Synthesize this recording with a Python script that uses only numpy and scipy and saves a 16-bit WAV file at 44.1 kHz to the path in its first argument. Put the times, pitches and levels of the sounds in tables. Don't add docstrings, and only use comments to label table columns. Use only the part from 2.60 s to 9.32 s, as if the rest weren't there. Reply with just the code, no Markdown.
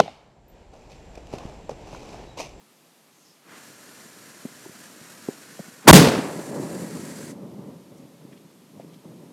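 import sys
import numpy as np
from scipy import signal
from scipy.fft import rfft, irfft, next_fast_len
from scipy.io import wavfile
from scipy.ndimage import uniform_filter1d, map_coordinates

SR = 44100
rng = np.random.default_rng(int(sys.argv[2]) if len(sys.argv) > 2 else 0)


def log_audio(samples):
    frames = np.atleast_2d(samples).T
    limited = np.clip(frames, -1, 1)
    pcm = np.round(limited * 32767).astype(np.int16)
    wavfile.write(sys.argv[1], SR, pcm)


N = 296433

SHOT_S = 3.272

# frequency in Hz, relative level in dB per Hz.
BLAST_SPECTRUM = [(29, -55.5), (50, -18), (165, -5.5), (195, -5), (259, -4.5), (362, -10.5), (494, -9.5),
                  (797, -16.5), (1010, -20), (1970, -24.5), (4890, -26.5), (9310, -33.5), (15000, -43)]
# frequency in Hz, time to fall 60 dB in s.
BLAST_DECAY = [(80, 0.76), (200, .62), (600, 0.81), (2000, 0.73), (5000, 0.49), (12000, 0.35)]
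# frequency in Hz, level in dB before build-up and decay,
# time to fall 60 dB in s.
BOOM_RESONANCES = [(147, 9.5, 0.32), (178.2, 7, 0.38), (286, 4.5, 0.35), (431, 0.5, 0.45)]
SUCTION_S, SUCTION_END_S = 3.3165, 3.3294
SUCTION_BUILD_S, SUCTION_RELAX_S = .0018, .0065
SUCTION_DEPTH = 55

# frequency in Hz, relative level in dB per Hz.
RUMBLE_SPECTRUM = [(26, -70), (45, -28), (108, -8.5), (165, 2.5), (293, -3), (511, -14.5), (562, -12.5),
                   (713, -23.5), (995, -23), (1580, -42), (2000, -39), (2600, -60), (4400, -120)]
# arrival in s, length in s, level in dB at arrival.
RIDGES = [(3.615, 0.2, -41), (3.861, 0.57, -35), (4.467, 0.63, -39.5), (5.29, 0.15, -47.5),
          (5.583, 0.17, -50.5), (6.119, 0.17, -47), (6.41, .33, -46.5)]
RIDGE_RISE_S, RIDGE_T60_S, RIDGE_SAG_DB_PER_S = 0.041, 0.79, 3.5
FOREST_DB, FOREST_FADE_DB_PER_S = -40.5, 5.5
MIDDLE_NEAR_DB, MIDDLE_FAR_DB = 3, -8
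DULL_HALFWAY_S, DULLING_S = 4.05, 0.22
# arrival in s, envelope peak in dB before muffling,
# pitch in Hz.
CLEAR_SLOPES = [(3.59, -15, 286), (3.791, -23.5, 394), (3.998, -18, 280), (4.152, -25, 258),
                (4.224, -24, 195), (4.394, -24, 230), (4.786, -29.5, 260), (4.924, -28.5, 220),
                (5.65, -33, 240.3), (6.246, -30.5, 230)]

# frequency in Hz, relative level in dB per Hz.
JET_BEFORE = [(65, -25.5), (110, -6.5), (212, 0.5), (386, -6.5), (455, -4.5), (514, -4.5), (792, -10.5),
              (878, -10.5), (1270, -10.5), (1500, -8), (1770, -8), (3020, -16), (7150, -12.5), (13800, -21),
              (15000, -37.5)]
# frequency in Hz, relative level in dB per Hz.
JET_AFTER = [(300, -5.5), (1000, -4), (1700, 2.5), (2300, -1), (3100, -8.5), (3800, -5.5), (4600, -3.5),
             (5900, -4.5), (7500, -0.5), (10200, -5.5), (13900, -13.5), (15000, -23.5)]
# start in s, end in s, rise in s,
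# level in dB at the start, growth in dB per s.
BURNS = [(.84, 3.27, .14, -48.5, 0.64), (3.4, 3.895, .1, -40.5, -8.5), (3.895, 4.712, .05, -45, -0.4)]
BURN_OUT_S = .016
TOUCH_HOLE_S, TOUCH_HOLE_DB = .3, -4
# centre time in s,
# Gaussian length in s, centre frequency in Hz, width in Hz, level in dB at the peak.
FLARES = [(.63, 0.08, 6500, 2000, -65), (.695, .035, 5230, 1200, -61), (.94, 0.055, 1280, 1670, -49.5),
          (.91, 0.042, 258, 420, -53.5), (3.26, 0.024, 900, 1600, -46), (3.268, 0.01, 220, 220, -27.5),
          (3.273, 0.00098, 998, 900, -15)]

# start in s,
# envelope peak in dB before muffling, pitch in Hz, swell time in s.
STEPS = [(1.57, -43.5, 300, .002), (1.8521, -22.5, 245, 0.002), (2.055, -36, 866, 0.00096),
         (2.061, -32.5, 332, 0.0028), (2.095, -31, 227, 0.00078), (2.413, -35, 173, 0.0012),
         (2.6858, -23, 746, 0.00066), (2.6862, -14.5, 316, 0.0014), (2.993, -27, 560, 0.001),
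         (2.997, -28, 193, 0.0032), (3.081, -38.5, 214, 0.0031), (6.198, -30, 640, .001)]
# centre time in s, Gaussian length in s, centre frequency in Hz,
# width in Hz, level in dB at the peak.
LEAVES = [(5.38, 0.011, 6000, 6060, -63), (5.73, 0.0074, 2250, 1800, -56), (5.775, .007, 2500, 2400, -60),
          (6.2, 0.00093, 8460, 4000, -56), (6.211, 0.0091, 2190, 2100, -59), (6.34, 0.008, 3100, 3400, -57)]

# frequency in Hz, relative level in dB per Hz.
AIR_SPECTRUM = [(24, -61), (40, -32.5), (169, 5), (910, -4), (1000, -2.5), (1080, -7.5), (1170, -3.5),
                (1460, -8), (2990, -8.5), (13600, -14), (15000, -31.5)]
AIR_DB = -58.5


def blast():
    age = np.maximum(clock() - SHOT_S, 0)
    build_up = np.minimum(age / 0.028, 1) ** 2
    ring = sum(undb(db - 60 * age / t60) * np.sin(2 * np.pi * hz * age)
               for hz, db, t60 in BOOM_RESONANCES)
    bass_noise = resonate(noise(), 190, 170) * undb(7.5 - 60 * age / 0.33)
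    punch = (ring + bass_noise) * build_up
    bark = resonate(noise(), 600, 1100) * undb(10.5 - 60 * age / 0.24)
    tearing = resonate(noise(), 3000, 7500) * undb(-6.5) / (1 + (age / 0.1) ** 8)
    crack = noise() * undb(-4.0) * np.exp(-.5 * ((age - .007) / .0022) ** 2)
    scatter = undb(-11.5) * near_scatter(age)
    onset = np.minimum(age / .012, 1) ** 2
    return onset * (scatter + punch + bark + tearing + crack) + suction()


def near_scatter(age):
    roar = colour(noise() * undb(1.6 * walk(260)), BLAST_SPECTRUM)
    scatter = np.zeros(N)
    for hz in 1000 * 2. ** np.arange(-5, 5):
        band = shape(roar, lambda f: np.maximum(1 - np.abs(np.log2(f / hz)), 0))
        scatter += band * undb(-60 * (age - .15) / at_pitch(BLAST_DECAY, hz))
    return scatter


def suction():
    since = clock() - SUCTION_S
    pull = np.exp(np.minimum(since / SUCTION_BUILD_S, -since / SUCTION_RELAX_S))
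    release = np.clip((SUCTION_END_S - clock()) / .001, 0, 1)
    return -SUCTION_DEPTH * pull * release


def hills():
    t = clock()
    echoes = noise() * undb(1.57 * walk(70))
    rumble = colour(echoes, RUMBLE_SPECTRUM)
    bass = shape(rumble, lambda f: 1 / (1 + (f / 380) ** 8))
    middle = rumble - bass
    nearness = 1 / (1 + np.exp((t - DULL_HALFWAY_S) / DULLING_S))
    middle_db = MIDDLE_FAR_DB + (MIDDLE_NEAR_DB - MIDDLE_FAR_DB) * nearness
    roll = np.sqrt(hill_power()) * (unit(bass) + unit(middle) * undb(middle_db))
    arrival = np.clip((t - 3.45) / 0.22, 0, 1)
    answers = sum(thud(s, db, hz, 0.0016) for s, db, hz in CLEAR_SLOPES)
    return arrival * roll + muffle(answers, 120, 1060)


def hill_power():
    t = clock()
    power = undb(FOREST_DB - FOREST_FADE_DB_PER_S * (t - SHOT_S)) ** 2
    for s, length, db in RIDGES:
        ridge = swell(s, s + length, RIDGE_RISE_S, RIDGE_T60_S / np.log(1000))
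        power = power + (ridge * undb(db - RIDGE_SAG_DB_PER_S * (t - s))) ** 2
    return power


def fuse():
    jet = noise() * undb(.55 * walk(13) + 1.0 * walk(170))
    jet = bounce(jet, .0007, db=-17)
    jet = bounce(jet, .0029, db=-15)
    hiss = np.where(clock() < SHOT_S, colour(jet, JET_BEFORE), colour(jet, JET_AFTER))
    return hiss * burning() + puffs(FLARES, grain_db=0.0)


def burning():
    t = clock()
    spells = sum(swell(start, end, rise, BURN_OUT_S) * undb(db + growth * (t - start))
                 for start, end, rise, db, growth in BURNS)
    sunk = np.clip(1 - (SHOT_S - t) / TOUCH_HOLE_S, 0, 1) * (t < SHOT_S)
    return spells * undb(TOUCH_HOLE_DB * sunk)


def bounce(x, lag_s, db):
    lag = lag_s * SR * (1 + 0.056 * walk(3))
    return x + undb(db) * map_coordinates(x, [np.arange(N) - lag], order=3)


def footsteps():
    thuds = sum(thud(s, db, hz, build_s) for s, db, hz, build_s in STEPS)
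    load = np.sqrt(np.abs(uniform_filter1d(thuds ** 2, size=200)))
    scuff = load * resonate(noise(), 480, 410) * undb(-12.0)
    age = clock()[:SR // 4]
    turf = noise()[:len(age)] * undb(-60 * age / 0.107)
    turf = turf / np.linalg.norm(turf)
    shudder = undb(-10) * signal.fftconvolve(thuds, turf)[:N]
    crunch = puffs(LEAVES, grain_db=2.5)
    return muffle(thuds + scuff + shudder, 100, 1170) + crunch


def air():
    return colour(noise(), AIR_SPECTRUM) * undb(AIR_DB + 0.26 * walk(2.7))


def thud(s, db, hz, build_s):
    age = np.clip(clock() - s, 0, 1)
    rise = age / build_s
    return undb(db) * rise * np.exp(1 - rise) * np.sin(2 * np.pi * hz * age)


def puffs(rows, grain_db):
    out = np.zeros(N)
    for s, length, hz, width, db in rows:
        grains = noise() * undb(grain_db * walk(300))
        envelope = np.exp(-.5 * ((clock() - s) / length) ** 2)
        out += undb(db) * envelope * resonate(grains, hz, width)
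    return out


def swell(start, end, rise_s, fall_s):
    t = clock()
    return np.clip((t - start) / rise_s, 0, 1) * np.exp(-np.maximum(t - end, 0) / fall_s)


def muffle(x, low_hz, high_hz):
    return shape(x, lambda f: 1 / (1 + (f / high_hz) ** 4) / np.sqrt(1 + (low_hz / f) ** 2))


def resonate(x, hz, width_hz):
    return unit(shape(x, lambda f: 1 / (1 + ((f * f - hz * hz) / (f * width_hz)) ** 2)))


def colour(x, points):
    return unit(shape(x, lambda f: undb(at_pitch(points, f))))


def shape(x, gain):
    size = next_fast_len(N + SR // 4)
    hz = np.fft.rfftfreq(size, 1 / SR) + 1e-3
    return irfft(rfft(x, size) * gain(hz), size)[:N]


def at_pitch(points, hz):
    f, value = np.transpose(points)
    return np.interp(np.log(hz + 1e-3), np.log(f), value)


def unit(x):
    return x / np.sqrt(np.mean(x ** 2) + 1e-20)


def noise():
    return rng.standard_normal(N)


def walk(rate):
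    k = int(SR / rate)
    held = rng.standard_normal(N)[np.arange(N) // k]
    slewed = uniform_filter1d(held, k)
    return 1.3 * uniform_filter1d(slewed, k)


def undb(db):
    return 10 ** (np.asarray(db) / 20)


def clock():
    return np.arange(N) / SR


def scene():
    return (blast() + hills() + fuse() + footsteps() + air())[None]


def record(dry):
    travel = 4.0
    diaphragm = dry / np.sqrt(1 + (dry / travel) ** 2)
    low_cut = signal.butter(3, 100, "high", fs=SR, output="sos")
    coupled = signal.sosfilt(low_cut, diaphragm)
    clipped = np.clip(coupled, -1, 1)
    high_cut = signal.ellip(8, .1, 70, 16000, fs=SR, output="sos")
    return signal.sosfilt(high_cut, clipped)


dry = scene()
out = record(dry)
log_audio(out)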